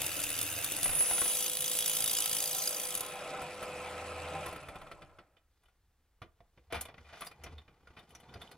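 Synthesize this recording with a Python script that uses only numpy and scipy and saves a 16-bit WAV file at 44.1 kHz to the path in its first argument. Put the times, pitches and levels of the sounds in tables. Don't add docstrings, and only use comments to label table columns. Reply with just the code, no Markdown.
import sys
import numpy as np
from scipy import signal
from scipy.io import wavfile
from scipy.ndimage import uniform_filter1d

SR = 44100
rng = np.random.default_rng(int(sys.argv[2]) if len(sys.argv) > 2 else 0)


def digitize_waveform(pressure):
    field = np.atleast_2d(pressure).T
    bounded = np.clip(field, -1, 1)
    quanta = np.round(bounded * 32767).astype(np.int16)
    wavfile.write(sys.argv[1], SR, quanta)


N = 377937
T = np.arange(N) / SR
CUT_END = round(3.5 * SR)
OFF_S, REST_S = 4.44, 5.58

# time_s, turns
SPINDLE_TURNS = [(0, -.13), (.45, 11.97), (.8, 21.38), (1.5, 40.6), (2.1, 57.15), (2.6, 70.97),
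                 (3.0, 82.17), (3.4, 93.4)]
# time_s, roar_db, rumble_db
MOTOR_LEVELS = [(0.0, -47.5, -51), (0.4, -48, -63), (0.85, -47.5, -56.5), (1.1, -46.5, -64),
                (1.62, -53, -62.5), (2.0, -51, -61.5), (2.95, -48, -64.5), (3.15, -45, -63),
                (3.4, -43.5, -56), (3.55, -48, -74), (3.68, -44, -60), (4.14, -43, -60.5),
                (4.4, -43, -53.5)]
# time_s, likeness_lost (0 to 1)
LOAD_SPREAD = [(0, .28), (2.95, .2), (3.2, .005)]
# pitch_hz, level_db, ring_s (time to fade by 60 dB)
VISE_NOTES = [(470, 8, .09), (690, 7, .1), (1170, 0, .08), (1430, 0, .06), (2000, -2, .06), (2420, -2, .1),
              (3016, -2, .1), (3450, -2, .12), (3640, -3, .14), (4240, -5, .08), (4850, -3, .09),
              (5630, -4, .08), (6050, -5, .05), (6900, -5, .05), (8610, -4, .06), (10380, -3, .1),
              (11250, -4, .08), (13400, -6, .05)]
# start_s, body_db, thud_db, decay_s, pitch_hz
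VISE_KNOCKS = [(6.217, -44, -46.5, 0.082, 1170), (6.404, -59, -57, 0.039, 688),
               (6.575, -57.5, -57.5, 0.066, 900), (6.702, -51, -68, 0.26, 690),
               (6.723, -32, -72, 0.079, 484), (6.742, -35, -62, 0.2, 786), (6.884, -48, -57, 0.093, 2070),
               (6.941, -49.5, -59, 0.045, 1430), (6.979, -49.5, -62, 0.07, 2000),
               (7.045, -58, -81, 0.31, 2420), (7.088, -54, -79, 0.18, 2430),
               (7.125, -47.5, -77, 0.22, 1270), (7.407, -61, -56.5, 0.48, 2100),
               (7.461, -46, -58, 0.085, 2920), (7.679, -55.5, -59, 0.076, 2420),
               (7.904, -59, -61, 0.046, 1430), (7.966, -48, -60, 0.15, 2700),
               (8.356, -53.5, -47.5, 0.088, 690)]
# start_s, body_db
DRIVE_TICKS = [(3.416, -41.5), (3.625, -38.5), (4.449, -58), (4.46, -38), (4.486, -45), (4.526, -44),
               (4.56, -44), (4.628, -53), (4.664, -58), (4.685, -42), (4.755, -44.5), (4.814, -46),
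               (4.867, -50), (4.914, -42), (5.019, -46), (5.094, -61.5), (5.186, -48.5)]


def amp(db):
    return 10 ** (np.asarray(db) / 20)


def evened(x):
    return x / np.sqrt(np.mean(x ** 2) + 1e-20)


def wobble(span, length=N):
    return evened(uniform_filter1d(rng.standard_normal(length), size=span))


def at_pitch(points, hz):
    pitches, values = np.transpose(points)
    return np.interp(np.log(hz + 1), np.log(pitches + 1), values)


def curves(rows):
    s, *columns = np.transpose(rows)
    gate = np.interp(T, [s[0] - .02, s[0], s[-1], s[-1] + .02], [0, 1, 1, 0])
    return gate, *(np.interp(T, s, column) for column in columns)


def swells(rows, rise_db_per_s, fall_db_per_s):
    slopes = [db - np.where(T < s, rise_db_per_s * (s - T), fall_db_per_s * (T - s)) for s, db in rows]
    return amp(np.max(slopes, axis=0))


def swings(rows, hz, ring_s):
    t, kicks = np.arange(SR // 5) / SR, np.zeros(N)
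    s, db = np.transpose(rows)
    kicks[np.round(s * SR).astype(int)] = amp(db)
    return signal.oaconvolve(kicks, amp(-60 * t / ring_s) * np.sin(2 * np.pi * hz * t))[:N]


def peaks(notes, db):
    return lambda hz: amp(db) * np.sqrt(
        sum(amp(2 * level) / (1 + (2 * (hz - pitch) / width) ** 2) for pitch, width, level in notes))


def iron(db):
    return peaks([(hz, 6 / ring_s, level) for hz, level, ring_s in VISE_NOTES], db)


def ring(x, notes):
    out = 0
    for hz, width, db in notes:
        pole = np.exp((2j * np.pi * hz - np.pi * width) / SR)
        ringing = signal.lfilter([1], [1, -2 * pole.real, abs(pole) ** 2], x) * pole.imag
        out = out + amp(db) * np.sqrt(width) * ringing
    return evened(out)


def noise(colour=None, rings=None, patchy_db=0, apart=((0, 0),), size=1024):
    # pitch_hz, likeness (0 to 1)
    likeness = [(60, 0.99), (950, 0.99), (2400, 0.81), (4500, 0.83), (8000, 0.35), (15000, .42)]
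    # pitch_hz, lead_radians
    left_lead = [(2500, 0), (5000, 1.3), (16000, 1.5)]
    hop, hz = size // 2, np.fft.rfftfreq(size, 1 / SR)
    a, b, c, d, patches = rng.standard_normal((N // hop + 3, len(hz), 5), dtype=np.float32).T
    left, unrelated = a + 1j * b, c + 1j * d
    patches = evened(uniform_filter1d(uniform_filter1d(patches, size=8, axis=0), size=3, axis=1))
    lost = np.interp(np.arange(left.shape[1]) * hop / SR, *np.transpose(apart))
    same = np.clip(at_pitch(likeness, hz)[:, None] - lost, 0, 1)
    lag = np.exp(-1j * at_pitch(left_lead, hz))[:, None]
    right = same * left * lag + np.sqrt(1 - same ** 2) * unrelated
    gain = 1 if colour is None else amp(at_pitch(colour, hz))
    gain = gain * (1 + rings(hz) if rings else np.ones(len(hz)))
    bands = np.array([left, right]) * gain[:, None] * amp(patchy_db * patches)
    return evened(signal.istft(bands, window="cosine", nperseg=size, noverlap=hop)[1][:, :N])


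def room_air():
    # pitch_hz, level_db
    air_colour = [(12, -32), (20, -1), (56, 5), (96, -4.5), (134, -16), (204, -18), (897, -26.5),
                  (1610, -22), (2320, -27.5), (6180, -31.5), (16000, -33)]
    return amp(-74) * noise(air_colour, size=2048)


def room_echoes(x):
    # pitch_hz, fade_s
    fade_times = [(200, .28), (1000, .24), (4000, .16), (12000, .12)]
    echoes, slots = np.zeros((2, SR // 2)), np.arange(200, SR // 2 - 20, 20)
    arrivals = slots + rng.integers(0, 20, (2, len(slots)))
    np.put_along_axis(echoes, arrivals, rng.choice([-1., 1.], arrivals.shape), 1)
    hz, t, bands = signal.stft(echoes, SR, nperseg=256)
    tail = signal.istft(bands * amp(-60 * t / at_pitch(fade_times, hz)[:, None]), SR, nperseg=256)[1]
    tail = tail + 0.41 * tail[::-1]
    return signal.fftconvolve(x, tail / np.linalg.norm(tail[0]), axes=1)[:, :N]


def coasting(drop_db, fade):
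    speed = np.interp(T, [OFF_S, REST_S], [1, 0])
    return amp(np.interp(T, [OFF_S, OFF_S + 0.17], [0, drop_db])) * speed ** fade


def motor_roar():
    # pitch_hz, level_db
    strained_colour = [(88, -32), (150, -0.5), (200, -16), (301, -0.5), (366, -9.5), (625, -0.5),
                       (1130, -10.5), (1310, -2.5), (2300, -7.5), (2990, -30), (5060, -120)]
    # pitch_hz, level_db
    easy_colour = [(88, -42), (150, -13.5), (413, -8.5), (500, -2), (562, -3), (623, -4), (1140, -15.5),
                   (1320, -14.5), (1620, -11), (2550, -6.5), (5000, -26), (6500, -56.5), (11000, -120)]
    # pitch_hz, width_hz, level_db
    frame_notes = [(621, 19, 6.5), (807, 53, 6), (1041.5, 21, 12), (1307, 55, 12.5), (2470, 170, -4.5)]
    # pitch_hz, width_hz, level_db
    column_note = [(788, 9.7, 0)]
    # pitch_hz, level_db
    rumble_colour = [(12, -40.5), (20, -2), (59, -6), (118, -3.5), (161, 13.5), (259, -41), (300, 9),
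                     (390, -24), (660, -120)]
    _, roar_db, rumble_db = curves(MOTOR_LEVELS)
    eased = np.interp(T, [.8, 1.4], [0, np.pi / 2])
    roar = np.sin(eased) * noise(easy_colour, peaks(frame_notes, db=8), patchy_db=2, apart=LOAD_SPREAD)
    roar += np.cos(eased) * noise(strained_colour, patchy_db=2.5, apart=LOAD_SPREAD)
    dull = signal.sosfilt(signal.butter(2, 1793, fs=SR, output="sos"), roar)
    roar += (dull - roar) * (1 - coasting(drop_db=-0.76, fade=1.1))
    roar += amp(-16.5) * ring(roar, column_note)
    rumble = noise(rumble_colour, patchy_db=3, apart=LOAD_SPREAD, size=2048)
    return coasting(drop_db=-3, fade=2.02) * (amp(roar_db) * roar + amp(rumble_db) * rumble)


def column_groans():
    # peak_s, level_db, pitch_hz
    groans = [(0.78, -57, 776), (2.585, -47, 770), (3.155, -47.5, 782), (3.34, -44.5, 768),
              (3.39, -43, 786), (3.44, -44, 729), (4.14, -59, 757), (4.36, -42, 785)]
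    s, db, hz = np.transpose(groans)
    phase = 2 * np.pi * np.cumsum(np.interp(T, s, hz)) / SR
    tones = np.sqrt(2) * (np.sin(phase) + 0.37 * np.sin(1.32 * phase))
    return swells(zip(s, db), rise_db_per_s=410, fall_db_per_s=350) * tones


def belt_hiss():
    # pitch_hz, level_db
    hiss_colour = [(2060, -2), (3500, 2), (5360, -2), (9200, -3), (10100, -4.5), (13100, -15), (15100, -22),
                   (16000, -26)]
    # pitch_hz, width_hz, level_db
    chuck_notes = [(5000, 46, -4.5), (7830, 53, 5), (8500, 120, -12.5), (9800, 48, 5), (10040, 43, -8),
                   (12100, 51, -10)]
    lift_s = 3.0
    free = np.interp(T, [lift_s - .03, lift_s], [0, 1]) * coasting(drop_db=-6.5, fade=2.4)
    hiss = noise(hiss_colour, peaks(chuck_notes, db=2), patchy_db=2.5, size=512)
    return free * amp(-54 + 2.37 * wobble(150)) * hiss


def mains_hum():
    # time_s, level_db
    hum_levels = [(0, -62), (.97, -62), (1.01, -52), (1.7, -53.5), (2.1, -55), (2.7, -55), (3.39, -50.5),
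                  (4.11, -49), (4.46, -52.5), (4.6, -62)]
    # pitch_hz, relative_db
    hum_tones = [(200, -14), (300.3, -16), (350, -15), (400, -16), (500.3, 0)]
    gate, hum_db = curves(hum_levels)
    hum = sum(amp(db) * np.sin(2 * np.pi * (hz * T + rng.random())) for hz, db in hum_tones)
    return np.sqrt(2) * gate * amp(hum_db) * hum


def spindle_shake():
    pitches = [28.5, 83.3, 107]
    # time_s, low_db, middle_db, high_db
    levels = [(0.0, -69.5, -56.5, -65), (0.29, -57, -66, -58.5), (0.58, -90, -55, -53),
              (0.71, -73, -78, -65), (0.91, -46.5, -55, -56), (1.07, -67, -101, -89),
              (2.85, -91.5, -81.5, -77.5), (4.21, -69, -50.5, -65), (4.44, -82, -55, -85),
              (4.77, -64, -77, -83), (5.2, -71, -69, -83)]
    lags = [1.7, .15, .7]
    gate, *shake_db = curves(levels)
    shake = sum(amp(db) * np.sin(2 * np.pi * (hz * T + rng.random()) - np.array([[0], [lag]]))
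                for hz, db, lag in zip(pitches, shake_db, lags))
    return np.sqrt(2) * gate * shake


def vise_scrape():
    # time_s, dull_db, bright_db
    scrape_levels = [(5.5, -86, -88.5), (6.05, -86.5, -97.5), (6.55, -83, -93), (6.69, -78, -87),
                     (6.82, -63.5, -82), (6.92, -68, -89), (7.09, -67.5, -70), (7.21, -66, -64),
                     (7.31, -67.5, -82), (7.53, -61.5, -78), (7.66, -72.5, -87.5), (7.88, -69, -85),
                     (8.05, -66.5, -77.5), (8.2, -66, -77), (8.31, -58.5, -79), (8.43, -58.5, -67.5),
                     (8.57, -63.5, -79)]
    # pitch_hz, level_db
    scrape_colour = [(71, -26), (120, 16.5), (385, 1), (684, -5.5), (839, 8), (1210, -0.5), (2640, -6),
                     (3380, -10.5), (7350, -21.5), (10600, -23), (16000, -42)]
    gate, dull_db, bright_db = curves(scrape_levels)
    grit = amp(2.5 * wobble(500))
    scrape = noise(scrape_colour, iron(db=11), patchy_db=1.8)
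    dull, bright = (evened(signal.sosfilt(signal.butter(4, 4000, kind, fs=SR, output="sos"), scrape))
                    for kind in ("low", "high"))
    return gate * grit * (amp(dull_db) * dull + amp(bright_db) * bright)


def bench_thumps():
    # peak_s, level_db
    thumps = [(5.85, -69.5), (6.57, -80), (6.77, -46), (7.03, -56), (7.51, -47.5), (7.87, -58), (8.14, -59),
              (8.36, -56)]
    boom = noise(colour=[(40, -50), (68, -16), (76, 11), (85, -10), (130, -64), (400, -88)], size=4096)
    return swells(thumps, rise_db_per_s=194, fall_db_per_s=140) * boom


def blows(rows):
    # pitch_hz, level_db
    thud = [(24, -35), (40, 2), (97, 2), (183, -6.5), (212, -9.5), (386, -11), (600, -21.5), (780, -35),
            (1320, -120)]
    # pitch_hz, level_db
    body = [(240, -5.5), (400, -18), (713, -6.5), (1000, -2), (1170, -3.5), (1310, -4.5), (2420, -3),
            (4730, -13.5), (6000, -19.5), (7800, -44.5), (13200, -120)]
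    # pitch_hz, level_db
    fizz = [(2060, -24), (3500, -8.5), (5330, -11.5), (8530, -2.5), (11000, 4.5), (11900, -6.5),
            (15500, -3), (16000, -28.5)]
    t = np.arange(SR // 5) / SR
    strength, ringing = np.zeros((3, N + SR)), np.zeros((2, N + SR))
    rattle = amp(2.5 * wobble(90, N + SR) - 1)
    chance = rng.standard_normal((len(rows), len(VISE_NOTES), 2))
    hz, note_db, ring_s = np.transpose(VISE_NOTES)[:, :, None]
    notes = amp(note_db - 60 * t / ring_s) * np.sin(2 * np.pi * hz * t) * (1 - np.exp(-t / 0.0035))
    for (s, body_db, thud_db, fizz_db, decay_s, ring_db, pitch_hz), luck in zip(rows, chance):
        span = slice(round(s * SR), round(s * SR) + len(t))
        age = t / decay_s
        shapes = [(thud_db, 1.8, .04), (body_db, 1.05, .025), (fizz_db, .7, .03)]
        for band, (db, fall, rise) in enumerate(shapes):
            strength[band, span] += amp(db - 60 * age / fall) * (1 - np.exp(-age / rise))
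        octaves_away = abs(np.log2(hz / pitch_hz))
        favour = amp(2.5 * luck[:, :1] - 28 * np.minimum(octaves_away / .6, 1))
        sides = 1 + 0.419 * luck[:, 1:] * [1, -1]
        damping = amp(-60 * age / 3)
        ringing[:, span] += amp(body_db + ring_db) * damping * rattle[span] * ((favour * sides).T @ notes)
    bursts = sum(gain[:N] * noise(colour, iron(db=12), size=512)
                 for gain, colour in zip(strength, [thud, body, fizz]))
    return ringing[:, :N] + bursts


def handle_clinks():
    # start_s, body_db, fizz_db, pitch_hz
    clinks = [(5.367, -62.5, -89, 2840), (5.634, -68.5, -69, 1520), (5.654, -69.5, -76, 3016),
              (5.683, -67, -77, 1460), (6.809, -48, -29.5, 11300), (6.852, -46.5, -48, 3180),
              (7.17, -54, -64, 2380), (7.207, -43.5, -46.5, 11800), (7.218, -39.5, -64, 1170),
              (7.247, -55, -47, 2000), (7.259, -61, -49, 3660), (7.267, -46.5, -44, 4770),
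              (7.312, -49.5, -58, 2250), (7.436, -44, -46, 6400), (7.58, -54, -68, 3570),
              (7.615, -68, -85.5, 2700), (7.871, -53.5, -79, 1480), (7.99, -55.5, -62, 3450),
              (8.091, -71, -62, 4100), (8.104, -59.5, -60, 2840), (8.149, -48.5, -53, 5960),
              (8.2, -60, -57.5, 2940), (8.29, -59, -79, 2980), (8.338, -48, -59, 4670),
              (8.415, -46, -52, 3460), (8.473, -59, -71, 3020), (8.513, -50.5, -52, 4150)]
    decay_s, ring_db = .075, 9
    return [(s, db, db - 20, fizz_db, decay_s, ring_db, hz) for s, db, fizz_db, hz in clinks]


def vise_knocks():
    return [(s, db, thud_db, db - 21 + .8 * (db + 45), decay_s, 0, hz)
            for s, db, thud_db, decay_s, hz in VISE_KNOCKS]


def drive_ticks():
    dulling_db_per_s, decay_s, ring_db, pitch_hz = 26, .07, -22, 1317
    return [(s, db, db - 5, db - 1 - dulling_db_per_s * max(s - OFF_S, 0), decay_s, ring_db, pitch_hz)
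            for s, db in DRIVE_TICKS]


def lip_jams():
    # start_s, body_db
    jams = [(0.857, -29), (0.892, -31.5), (0.931, -37.5), (0.964, -40), (1.007, -35), (1.044, -39),
            (1.11, -29.5), (1.18, -32), (1.216, -28.5), (1.257, -31)]
    decay_s, ring_db, pitch_hz = .035, 1, 1900
    return [(s, db, db - 14, db + 2, decay_s, ring_db, pitch_hz) for s, db in jams]


def chip_snags():
    # start_s, fizz_db, pitch_hz
    snags = [(0.017, -21, 2960), (0.063, -21.5, 2570), (0.2, -25, 2710), (0.237, -21, 2710),
             (0.302, -24, 2710), (0.388, -24, 2560), (0.413, -20, 2550), (0.429, -24, 2760),
             (0.58, -29, 2760), (0.644, -19, 2760), (0.719, -21, 2915), (0.765, -24, 2994),
             (0.83, -17.5, 2944), (1.459, -38.5, 3330), (1.621, -22.5, 3320), (1.967, -22.5, 2880),
             (2.003, -24, 2950), (2.038, -35.5, 3350), (2.076, -22.5, 3330), (2.111, -20.5, 2920),
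             (2.136, -22, 4900), (2.203, -20, 4850), (2.328, -21.5, 6550), (2.363, -35.5, 2940),
             (2.425, -21.5, 4730), (2.675, -21, 4810), (2.951, -20.5, 2520), (2.974, -25, 6090),
             (3.007, -23.5, 2950), (3.062, -31, 2480)]
    decay_s, ring_db = .031, 4.5
    return [(s, db - 30, db - 29, db, decay_s, ring_db, hz) for s, db, hz in snags]


def bites(depth, short_lip):
    through_s = .83
    count = np.interp(T, *np.transpose(SPINDLE_TURNS)) * np.where(T < through_s, 3, 2)
    number, progress = np.floor(count).astype(int), count % 1
    size = np.clip(1 + .12 * rng.standard_normal(400), 0, 3)[number % 400]
    size *= 1 - short_lip * ((number + 1) % 2)
    catch = .72 * size * (1 - np.exp(-progress / .12)) * np.exp(-(progress / .25) ** 2)
    force = amp(depth * catch + wobble(120))
    return force / np.sqrt(uniform_filter1d(force ** 2, size=4000))


def vise_growl(jolts):
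    # pitch_hz, width_hz, level_db
    tip_notes = [(2604, 55, 2.5), (2766, 70, -11), (2816, 190, 6.5), (3580, 120, 0.5)]
    # pitch_hz, width_hz, level_db
    lip_notes = [(2622, 80, -8.5), (2954, 60, -1.5), (3340, 86, 2), (3720, 78, -0.5)]
    deeper = np.interp(T[:CUT_END], [.9, 1.3], [0, np.pi / 2])
    return np.cos(deeper) * ring(jolts, tip_notes) + np.sin(deeper) * ring(jolts, lip_notes)


def part_chirps(jolts):
    # pitch_hz, width_hz, place_in_turn (0 to 1)
    chirp_notes = [(6060, 170, 0.65), (4866, 100, .03)]
    # time_s, blend_radians (0 = high only, 1.57 = low only)
    chirp_blend = [(1.6, .25), (2.1, 1.25), (2.45, 1.15), (2.6, .6)]
    turns, chirps = np.interp(T[:CUT_END], *np.transpose(SPINDLE_TURNS)), []
    for hz, width, place in chirp_notes:
        kicks = np.diff(np.floor(turns - place), prepend=-1) * amp(4 * rng.standard_normal(CUT_END))
        kicks = np.array([kicks, np.roll(kicks, 2)])
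        once = ring(kicks, [(hz, width, 0)])
        chirps.append(ring(once, [(hz * 1.01, width, 0)]))
    blend = np.interp(T[:CUT_END], *np.transpose(chirp_blend))
    kicked = np.cos(blend) * chirps[0] + np.sin(blend) * chirps[1]
    return .85 * kicked + .5 * ring(jolts, [(hz, width, 0) for hz, width, _ in chirp_notes])


def bit_squeal(tearing):
    # pitch_hz, width_hz, level_db
    blurred_notes = [(9850, 120, -6), (10120, 120, -1), (10390, 100, 0), (10500, 50, -4), (10750, 120, -5)]
    # pitch_hz, width_hz, level_db
    clear_notes = [(9840, 55, -10), (10120, 35, 0), (10370, 70, -7), (10700, 90, -13)]
    # time_s, extra_pitch_hz
    settling = [(.85, 330.5), (.96, 221.5), (1.02, 0)]
    extra_hz = np.interp(T[:CUT_END], *np.transpose(settling))
    pitch_shift = np.exp(2j * np.pi * np.cumsum(extra_hz) / SR)
    clear = (pitch_shift * signal.hilbert(ring(tearing, clear_notes))).real
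    grip = np.interp(T[:CUT_END], [.83, .86, 1.3, 1.42], [0, np.pi / 2, np.pi / 2, 0])
    flicker_db = 1.5 * evened(uniform_filter1d(wobble(900, CUT_END), size=900))
    return amp(flicker_db) * (np.cos(grip) * ring(tearing, blurred_notes) + np.sin(grip) * clear)


def cutting():
    # time_s, rasp_db, growl_db, squeal_db, chirp_db (these three above the rasp), bite_depth
    cut_levels = [(0.0, -40, -4, -7, -14, 7.9), (0.4, -40.5, -4.5, -3.5, -19, 11),
                  (0.82, -42.5, -4.5, 1.5, -20, 9.3), (0.85, -43, -4, 14, -13, 8),
                  (1.15, -40.5, -7.5, 9.5, -9.5, 3.5), (1.29, -38.5, -9.5, 8, -8.5, 5),
                  (1.35, -36, -9.5, -1.5, -11, 9.5), (1.58, -39, -7.5, -0.5, -14, 15.3),
                  (1.75, -35, -9, -1, -14, 14), (2.32, -37, -6, -0.5, -8, 15), (2.6, -37, -22, -6, -6, 11),
                  (2.94, -43, -5.5, 1.2, -6, 10.7), (3.16, -63, 6.5, 5.5, -3, 11),
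                  (3.45, -90, 26, 9, 19, 8.5)]
    # pitch_hz, level_db
    rasp_colour = [(880, -53), (1500, -24.5), (3310, -3.5), (4370, -10.5), (4870, -3.5), (5600, -9),
                   (6000, -3), (7320, -5.5), (10200, -3), (16000, -14)]
    # pitch_hz, width_hz, level_db
    bit_notes = [(6890, 200, -13), (8100, 69, -3), (11550, 300, -4), (12060, 160, 3), (12600, 79, -6),
                 (13900, 300, 0)]
    gate, rasp_db, growl_db, squeal_db, chirp_db, depth = curves(cut_levels)
    force = bites(2 * depth, short_lip=.25)
    tearing = (force * noise(patchy_db=1.5, size=512))[:, :CUT_END]
    jolts = (bites(2.5 * depth, short_lip=.4) * noise(patchy_db=.5, size=512))[:, :CUT_END]
    cut = (force * noise(rasp_colour, patchy_db=3, size=512))[:, :CUT_END]
    cut += amp(-4.5) * ring(tearing, bit_notes)
    cut += amp(growl_db[:CUT_END]) * vise_growl(jolts)
    cut += amp(squeal_db[:CUT_END]) * bit_squeal(tearing)
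    cut += amp(chirp_db[:CUT_END]) * part_chirps(jolts)
    return gate * amp(rasp_db) * np.pad(cut, ((0, 0), (0, N - CUT_END)))


def scene():
    frame_pings = swings([(s, db - 2) for s, db in DRIVE_TICKS], hz=1330, ring_s=.072)
    table_swings = swings([(s, thud_db + 4) for s, _, thud_db, *_ in VISE_KNOCKS], hz=109, ring_s=.053)
    hits = blows(chip_snags() + handle_clinks() + vise_knocks() + lip_jams() + drive_ticks())
    hits += frame_pings + table_swings
    echoes = amp(-13) * room_echoes(hits)
    drill = cutting() + motor_roar() + column_groans() + belt_hiss() + mains_hum() + spindle_shake()
    return drill + vise_scrape() + bench_thumps() + hits + echoes + room_air()


def record(dry):
    edge_hz = 15900
    return signal.oaconvolve(dry, signal.firwin(511, edge_hz, window=("kaiser", 9), fs=SR)[None], "same")


dry = scene()
out = record(dry)
digitize_waveform(out)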